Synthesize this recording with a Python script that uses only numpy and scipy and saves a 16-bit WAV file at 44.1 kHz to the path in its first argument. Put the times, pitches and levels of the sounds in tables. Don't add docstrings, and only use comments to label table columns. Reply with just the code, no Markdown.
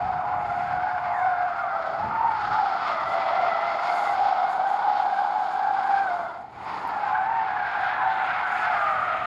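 import sys
import numpy as np
from scipy import signal
from scipy.fft import rfft, irfft
from scipy.io import wavfile
from scipy.ndimage import uniform_filter1d

SR = 44100
rng = np.random.default_rng(int(sys.argv[2]) if len(sys.argv) > 2 else 0)


def persist_wave(psi):
    counts = np.round(np.clip(psi, -1, 1) * 32767).astype(np.int16)
    wavfile.write(sys.argv[1], SR, np.atleast_2d(counts).T)


N = 408356
TIME = np.arange(N) / SR
EDGE_HZ = 15720


def gain_of(db):
    return 10 ** (np.asarray(db) / 20)


def evened(x):
    return x / np.sqrt(np.mean(x ** 2) + 1e-20)


def curves(rows):
    s, *columns = np.transpose(rows)
    return [np.interp(TIME, s, column) for column in columns]


def bell(s, half):
    return np.exp(-((TIME - s) / half) ** 2)


def colour(x, points):
    hz, db = np.transpose(points)
    f = np.fft.rfftfreq(N, 1 / SR) + 1
    octaves_below = np.maximum(np.log2(hz[0] / f), 0)
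    octaves_above = np.maximum(np.log2(f / hz[-1]), 0)
    slope_db = 30
    spectrum_db = np.interp(np.log(f), np.log(hz), db) - slope_db * (octaves_below + octaves_above)
    return evened(irfft(rfft(x) * gain_of(spectrum_db), N))


def noise(points):
    return colour(rng.standard_normal(N), points)


def wander(rate_hz):
    f = np.fft.rfftfreq(N, 1 / SR)
    spectrum = rfft(rng.standard_normal(N)) / (1 + (f / rate_hz) ** 4)
    return evened(irfft(spectrum, N))


def ring(hz, width_hz):
    r = np.exp(-np.pi * width_hz / SR)
    z = rng.standard_normal(N) + 1j * rng.standard_normal(N)
    z = signal.lfilter([1], [1, -2 * r, r * r], z)
    carrier = np.exp(2j * np.pi * np.cumsum(hz) / SR)
    return evened((z * carrier).real)


def steadied(x, size):
    return x / np.sqrt(abs(uniform_filter1d(x ** 2, size)) + 1e-6)


def rolling():
    # time in seconds, rumble level in dB, road roar level in dB, both before trim.
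    roll = [(0.0, -50, -51), (0.05, -39.5, -48.5), (0.18, -46, -54), (0.23, -53, -51), (0.28, -47, -49),
            (0.87, -44.5, -53.5), (1.03, -53, -55.5), (1.8, -54.5, -54), (1.96, -56, -51.5),
            (2.04, -42.5, -45.5), (2.37, -53.5, -51.5), (2.5, -48, -47), (2.66, -59, -51),
            (2.89, -54.5, -48.5), (4.62, -64, -52.5), (6.22, -60.5, -49.5), (6.5, -56, -58.5),
            (6.78, -55.5, -45.5), (7.12, -55, -52), (8.41, -56, -51), (9.21, -51.5, -53.5),
            (9.26, -54, -49)]
    # frequency in Hz, relative level in dB per Hz.
    rumble_colour = [(24, -39), (35, -16.5), (55, -6), (80, -0.5), (120, 1.5), (170, -2.5), (260, -9),
                     (500, -34)]
    roar_colour = [(90, -27.5), (190, -0.5), (270, -0.5), (400, 1.5), (550, -1.5), (800, -6.5), (1500, -21)]
    rumble_db, roar_db = curves(roll)
    rumble = gain_of(rumble_db + 0.5 + 2.2 * wander(5)) * noise(rumble_colour)
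    roar = gain_of(roar_db + 1.27) * noise(roar_colour)
    return rumble + roar


def lot(x, echo_db, t60):
    t = np.arange(SR) / SR
    taps = rng.standard_normal(SR) * (rng.random(SR) < 300 / SR)
    taps = taps * (t > .03) * gain_of(-60 * t / t60)
    taps = signal.lfilter(*signal.butter(1, 2500, fs=SR), taps)
    echo = evened(signal.fftconvolve(x, taps)[:N])
    return x + gain_of(echo_db) * echo * x.std()


def grit():
    # time in seconds, level in dB before trim.
    patter = [(0, -79.5), (3.4, -80), (4.2, -75.5), (6.15, -73.5), (6.48, -85), (6.7, -73), (7.5, -82),
              (8.8, -70.5), (9.26, -74)]
    # peak time in seconds, half length in seconds, peak in dB before trim.
    spray_rows = [(0.594, .18, -75), (1.201, 0.11, -75), (2.88, .06, -79), (3.12, 0.053, -69),
                  (4.002, 0.17, -63.5), (4.52, 0.043, -68), (4.713, .04, -66.5), (7.83, .04, -73),
                  (8.57, .06, -67)]
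    # start in seconds, peak in dB.
    stones = [(0.7814, -62), (2.1682, -72), (2.5714, -55), (3.0139, -49), (6.8758, -39), (6.8871, -43)]
    # frequency in Hz, relative level in dB per Hz.
    grit_colour = [(5000, -18), (6000, 2.5), (6700, 10), (7600, 3.5), (8500, -1), (9500, 2), (10500, -4),
                   (11500, -4), (12500, -15), (13700, -7.5), (15700, -8)]

    grain_db = 2.2 * np.minimum(rng.exponential(1, N), 5)
    falls = rng.random(N) < 14000 / SR
    grains = rng.standard_normal(N) * gain_of(grain_db) * falls
    sprays = sum(gain_of(db) * bell(s, half) for s, half, db in spray_rows)
    level = np.hypot(gain_of(curves(patter)[0]), sprays)
    out = level * gain_of(5.0 + 1.4 * wander(12)) * colour(grains, grit_colour)

    t = np.arange(400) / SR
    for s, db in stones:
        bright_noise = np.diff(rng.standard_normal(len(t) + 2), 2)
        tick = bright_noise * np.exp(-t / .0005)
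        out[round(s * SR):][:len(t)] += gain_of(db) * tick / abs(tick).max()
    return out


def scrub():
    # time in seconds, then chatter, tread ring, rasp and hiss levels in dB before trim.
    slide = [(0.0, -40, -42, -46, -59), (0.13, -39.5, -37.5, -50, -59), (0.39, -35, -41.5, -47, -61.5),
             (0.46, -42, -37, -45.5, -56.5), (0.93, -40, -34, -48, -57.5), (1.08, -34.5, -41, -43.5, -57.5),
             (1.24, -35.5, -38.5, -49, -57), (1.29, -40, -35.5, -45, -56.5), (1.67, -41, -30, -49, -58.5),
             (1.91, -40.5, -33.5, -52, -54.5), (2.14, -42, -30.5, -45, -58),
             (2.24, -37, -34.5, -44.5, -56.5), (2.45, -39, -29, -45.5, -48),
             (3.3, -34.5, -32, -40.5, -47.5), (5.44, -37.5, -40.5, -50.5, -50.5),
             (5.98, -36.5, -37, -48, -52.5), (6.34, -41, -40.5, -57.5, -61.5), (6.47, -59, -58, -62, -70),
             (6.68, -36.5, -43, -45, -54.5), (6.86, -37, -42.5, -47.5, -54), (7.17, -37.5, -34, -42, -57),
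             (7.35, -37, -37.5, -44.5, -57.5), (7.86, -36.5, -26.5, -39, -47), (8.04, -34, -28, -40.5, -52),
             (8.12, -40, -33, -39.5, -46.5), (8.25, -34.5, -27, -35.5, -48.5),
             (9.13, -41, -26, -36.5, -52.5), (9.26, -41.5, -27.5, -39, -52.5)]
    # time in seconds, frequency in Hz.
    tread_pitch = [(0, 1411), (.4, 1338), (.65, 1466), (1.25, 1490), (1.55, 1342), (1.95, 1294),
                   (2.5, 1373), (3.05, 1267), (5.95, 1440), (6.5, 1340), (7.7, 1540), (9.26, 1290)]
    # time in seconds, share of the high band 0-1.
    sizzle = [(0, 0.5), (2.4, .42), (3.5, .27), (3.95, 0.5), (4.6, 0.22), (6.8, 0.4), (8.2, 0.02),
              (8.7, .35), (9.26, 0.06)]
    # peak time in seconds, half length in seconds, lift of the scrub in dB.
    scuffs = [(2.562, .04, 3.5), (2.877, .07, 4.5), (3.895, 0.11, 2), (6.73, .08, 0)]
    # frequency in Hz, relative level in dB per Hz.
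    tread_colour = [(700, -15), (1050, -2.5), (1330, 2), (1560, -1), (1760, -2.5), (1950, 0.5),
                    (2200, -2.5), (2400, -2), (3500, -8.5)]
    chatter_colour = [(480, -28), (570, -13), (650, -4), (850, 5), (1050, 2.5), (1250, -2), (1550, -7),
                      (1800, -27.5), (2500, -38.5)]
    rasp_colour = [(1200, -24.5), (1600, -12), (1750, 1.5), (1950, 0), (2200, -1), (2600, -6), (3100, -14),
                   (4000, -28.5)]
    low_hiss_colour = [(2400, -8), (3000, -1.5), (3450, 0.5), (3900, -2.5), (4300, -9.5), (5000, -24)]
    high_hiss_colour = [(3600, -18.5), (4200, 2), (4600, 2.5), (5300, -2.5), (5900, -15), (6700, -13.5),
                        (7600, -22.5), (9000, -30)]

    chatter_db, ring_db, rasp_db, hiss_db = curves(slide)
    hz = curves(tread_pitch)[0]
    tread = gain_of(ring_db - 5.0) * colour(ring(hz, width_hz=450), tread_colour)
    rib_rings = sum(ring(hz * (side + .03 * wander(9)), width_hz=26) for side in (.95, 1.04))
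    ribs = gain_of(ring_db - 10.5) * rib_rings
    rib_mode_hz = 2130 * (1 + 0.051 * wander(16))
    rib_mode = gain_of(rasp_db - 10) * ring(rib_mode_hz, width_hz=45)

    chatter = gain_of(chatter_db + 3.0) * noise(chatter_colour)
    rasp = gain_of(rasp_db - 2.0) * noise(rasp_colour)
    high = np.clip(curves(sizzle)[0], 0, 1)
    hiss_mix = np.sqrt(1 - high) * noise(low_hiss_colour) + np.sqrt(high) * noise(high_hiss_colour)
    hiss = gain_of(hiss_db - 1.07) * hiss_mix
    air = gain_of(1.2 * wander(5.3))

    scuff_db = sum(db * bell(s, half) for s, half, db in scuffs)
    bursts = gain_of(scuff_db + 1.1 * wander(40))
    return (tread + ribs + rib_mode + chatter + air * (rasp + hiss)) * bursts


def chirps():
    # start in seconds, length in seconds, start pitch in Hz, end pitch in Hz, level in dB (rms at mid-chirp).
    chirp_rows = [(0.216, 0.16, 942, 1035, -35), (1.027, 0.4, 1025, 1058, -39.5),
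                  (1.112, .13, 1967, 1570, -37), (1.201, 0.17, 1500, 1410, -36),
                  (1.317, .25, 1634, 1530, -39), (3.858, 0.074, 2193, 2120, -36.5),
                  (4.025, 0.12, 2037, 1984, -39.5), (6.029, .16, 1570, 1390, -40),
                  (6.241, .08, 1370, 1446, -40.5), (7.068, 0.064, 1066, 1005, -29.5),
                  (7.964, 0.11, 1070, 940, -30.5), (8.679, 0.37, 1240, 1190, -29)]
    out = np.zeros(N)
    jostle = 1 + .025 * wander(110)
    for s, length, start_hz, end_hz, db in chirp_rows:
        u = np.clip((TIME - s) / length, 0, 1)
        glide_hz = start_hz + u * (end_hz - start_hz)
        turns = np.cumsum(glide_hz * jostle) / SR
        out += gain_of(db) * np.sqrt(2) * np.sin(np.pi * u) * np.cos(2 * np.pi * turns)
    return out


def tyre(rows, level_db, overtone_db, waver, jitter, flutter_db, fuzz_hz):
    # time in seconds, roughness 0-1.
    roughness = [(0, 0.25), (1.5, 0.08), (1.9, 0.6), (2.7, 0.2), (2.9, .6), (3.8, 0.44), (5.3, .45),
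                 (5.9, .05), (6.3, 0.3), (6.65, 0.7), (6.95, .95), (7.15, 0), (9.26, 0.6)]
    # multiple of the pitch, relative level in dB before colouring.
    overtone_rows = [(2, 4), (3, -6), (4, -24.5), (5, -20.5)]
    # frequency in Hz, relative gain in dB.
    carcass = [(1100, -3.5), (1330, -3), (1560, 1), (1780, -3.5), (2000, 2), (2170, 0), (2350, -9.5),
               (2700, -8), (3400, 2), (4500, -12)]

    hz, db, bright_db = curves(rows)
    rough = np.clip(curves(roughness)[0], 0, 1)
    load = wander(7)
    hz = hz * (1 + waver * load + .008 * wander(16.28))
    db = db + 2.27 * load
    turns = np.cumsum(hz * (1 + jitter * wander(130.0))) / SR

    clear = evened(np.cos(2 * np.pi * turns))
    fuzzy = ring(hz, fuzz_hz)
    note = np.sqrt(1 - rough) * clear + np.sqrt(rough) * fuzzy
    flutter = ring(np.full(N, 32.), width_hz=79)
    note = evened(steadied(note, size=1800) * gain_of(flutter_db * flutter))

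    stray = turns + np.cumsum(hz * .034 * wander(12)) / SR
    overtones = np.zeros(N)
    for k, partial_db in overtone_rows:
        pair = np.cos(2 * np.pi * k * turns) + .8 * np.cos(2 * np.pi * k * stray)
        overtones += gain_of(partial_db + 3.2 * wander(55)) * pair
    body = gain_of(bright_db + overtone_db) * colour(overtones, carcass)
    return gain_of(db + level_db) * note + body


def scene():
    # time in seconds, stick-slip pitch in Hz, note level in dB, overtone level in dB.
    low_rows = [(0, 745, -21.5, -47), (.15, 727, -31, -47.5), (.6, 708, -31, -42.5), (.86, 735, -26, -43),
                (1.1, 712, -28.5, -46.5), (1.27, 735, -22.5, -34.5), (1.42, 703, -28, -44),
                (1.62, 713, -30.5, -42), (1.88, 640, -31.5, -46), (2.2, 745, -39.5, -56),
                (2.6, 758, -30.5, -55.5), (2.8, 700, -36.5, -42), (3.05, 655, -31, -35),
                (3.43, 688, -27, -33.5), (3.58, 672, -30.5, -30), (3.85, 708, -28, -38.5),
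                (4.07, 695, -29.5, -34), (4.17, 755, -24.5, -43.5), (4.48, 720, -27.5, -42),
                (4.67, 762, -26, -42.5), (5.25, 725, -33, -47.5), (5.55, 773, -24, -44),
                (6.02, 776, -25.5, -36), (6.2, 678, -31, -46), (6.33, 705, -35.5, -46.5),
                (6.5, 750, -46.5, -72), (6.8, 790, -43.5, -58.5), (7.15, 755, -26.5, -37),
                (7.38, 778, -31.5, -49), (7.55, 730, -33.5, -53), (8.2, 767, -26.5, -41.5),
                (8.45, 730, -34.5, -43), (8.68, 740, -28.5, -42.5), (8.96, 625, -36.5, -32.5),
                (9.26, 642, -39.5, -35)]
    high_rows = [(0, 796, -35, -57.5), (.35, 839, -28.5, -60.5), (.58, 785, -33.5, -53.5),
                 (1.02, 856, -31, -49), (1.27, 772, -37, -55), (1.4, 790, -34.5, -51.5),
                 (1.85, 764.4, -31, -41), (1.98, 776.5, -33.5, -54), (2.07, 874, -27.5, -49.5),
                 (2.27, 912.4, -22, -44), (2.45, 812, -31.5, -48.5), (2.57, 855, -23, -50.5),
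                 (2.7, 795, -21.5, -47), (2.82, 769.4, -36.5, -54), (3.4, 742, -30, -50.5),
                 (3.6, 809.8, -30.5, -56), (4.15, 800, -26.5, -52.5), (4.55, 790, -26.5, -49),
                 (4.92, 829.4, -24, -53.5), (5.17, 788, -26.5, -38), (5.35, 819.2, -26.5, -50),
                 (5.95, 818, -33, -43.5), (6.3, 780, -47.5, -67), (6.55, 811.5, -48, -71),
                 (6.72, 911, -31, -49), (6.92, 855, -36.5, -46.5), (7.05, 818.3, -27, -49),
                 (7.33, 887, -29, -40), (7.6, 813.6, -31.5, -39.5), (7.9, 827.4, -30, -32.5),
                 (8.13, 875.4, -31, -42), (8.42, 808, -36, -40), (8.68, 847, -29, -34),
                 (9.0, 756, -30, -43.5), (9.26, 715, -35, -54.5)]
    low = tyre(low_rows, level_db=-0.98, overtone_db=.3, waver=.01, jitter=0.01416,
               flutter_db=1.45, fuzz_hz=94.5)
    high = tyre(high_rows, level_db=-1.25, overtone_db=-0.7, waver=.013, jitter=0.01508,
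                flutter_db=2.0, fuzz_hz=113)
    sliding = lot(low + high + chirps() + scrub(), echo_db=-13, t60=0.56)
    return (sliding + grit() + rolling())[None]


def record(dry):
    dry = dry * signal.windows.tukey(N, .001)
    low_pass = signal.firwin(511, EDGE_HZ, window=("kaiser", 9), fs=SR)
    return signal.oaconvolve(dry, low_pass[None], "same")


dry = scene()
out = record(dry)
persist_wave(out)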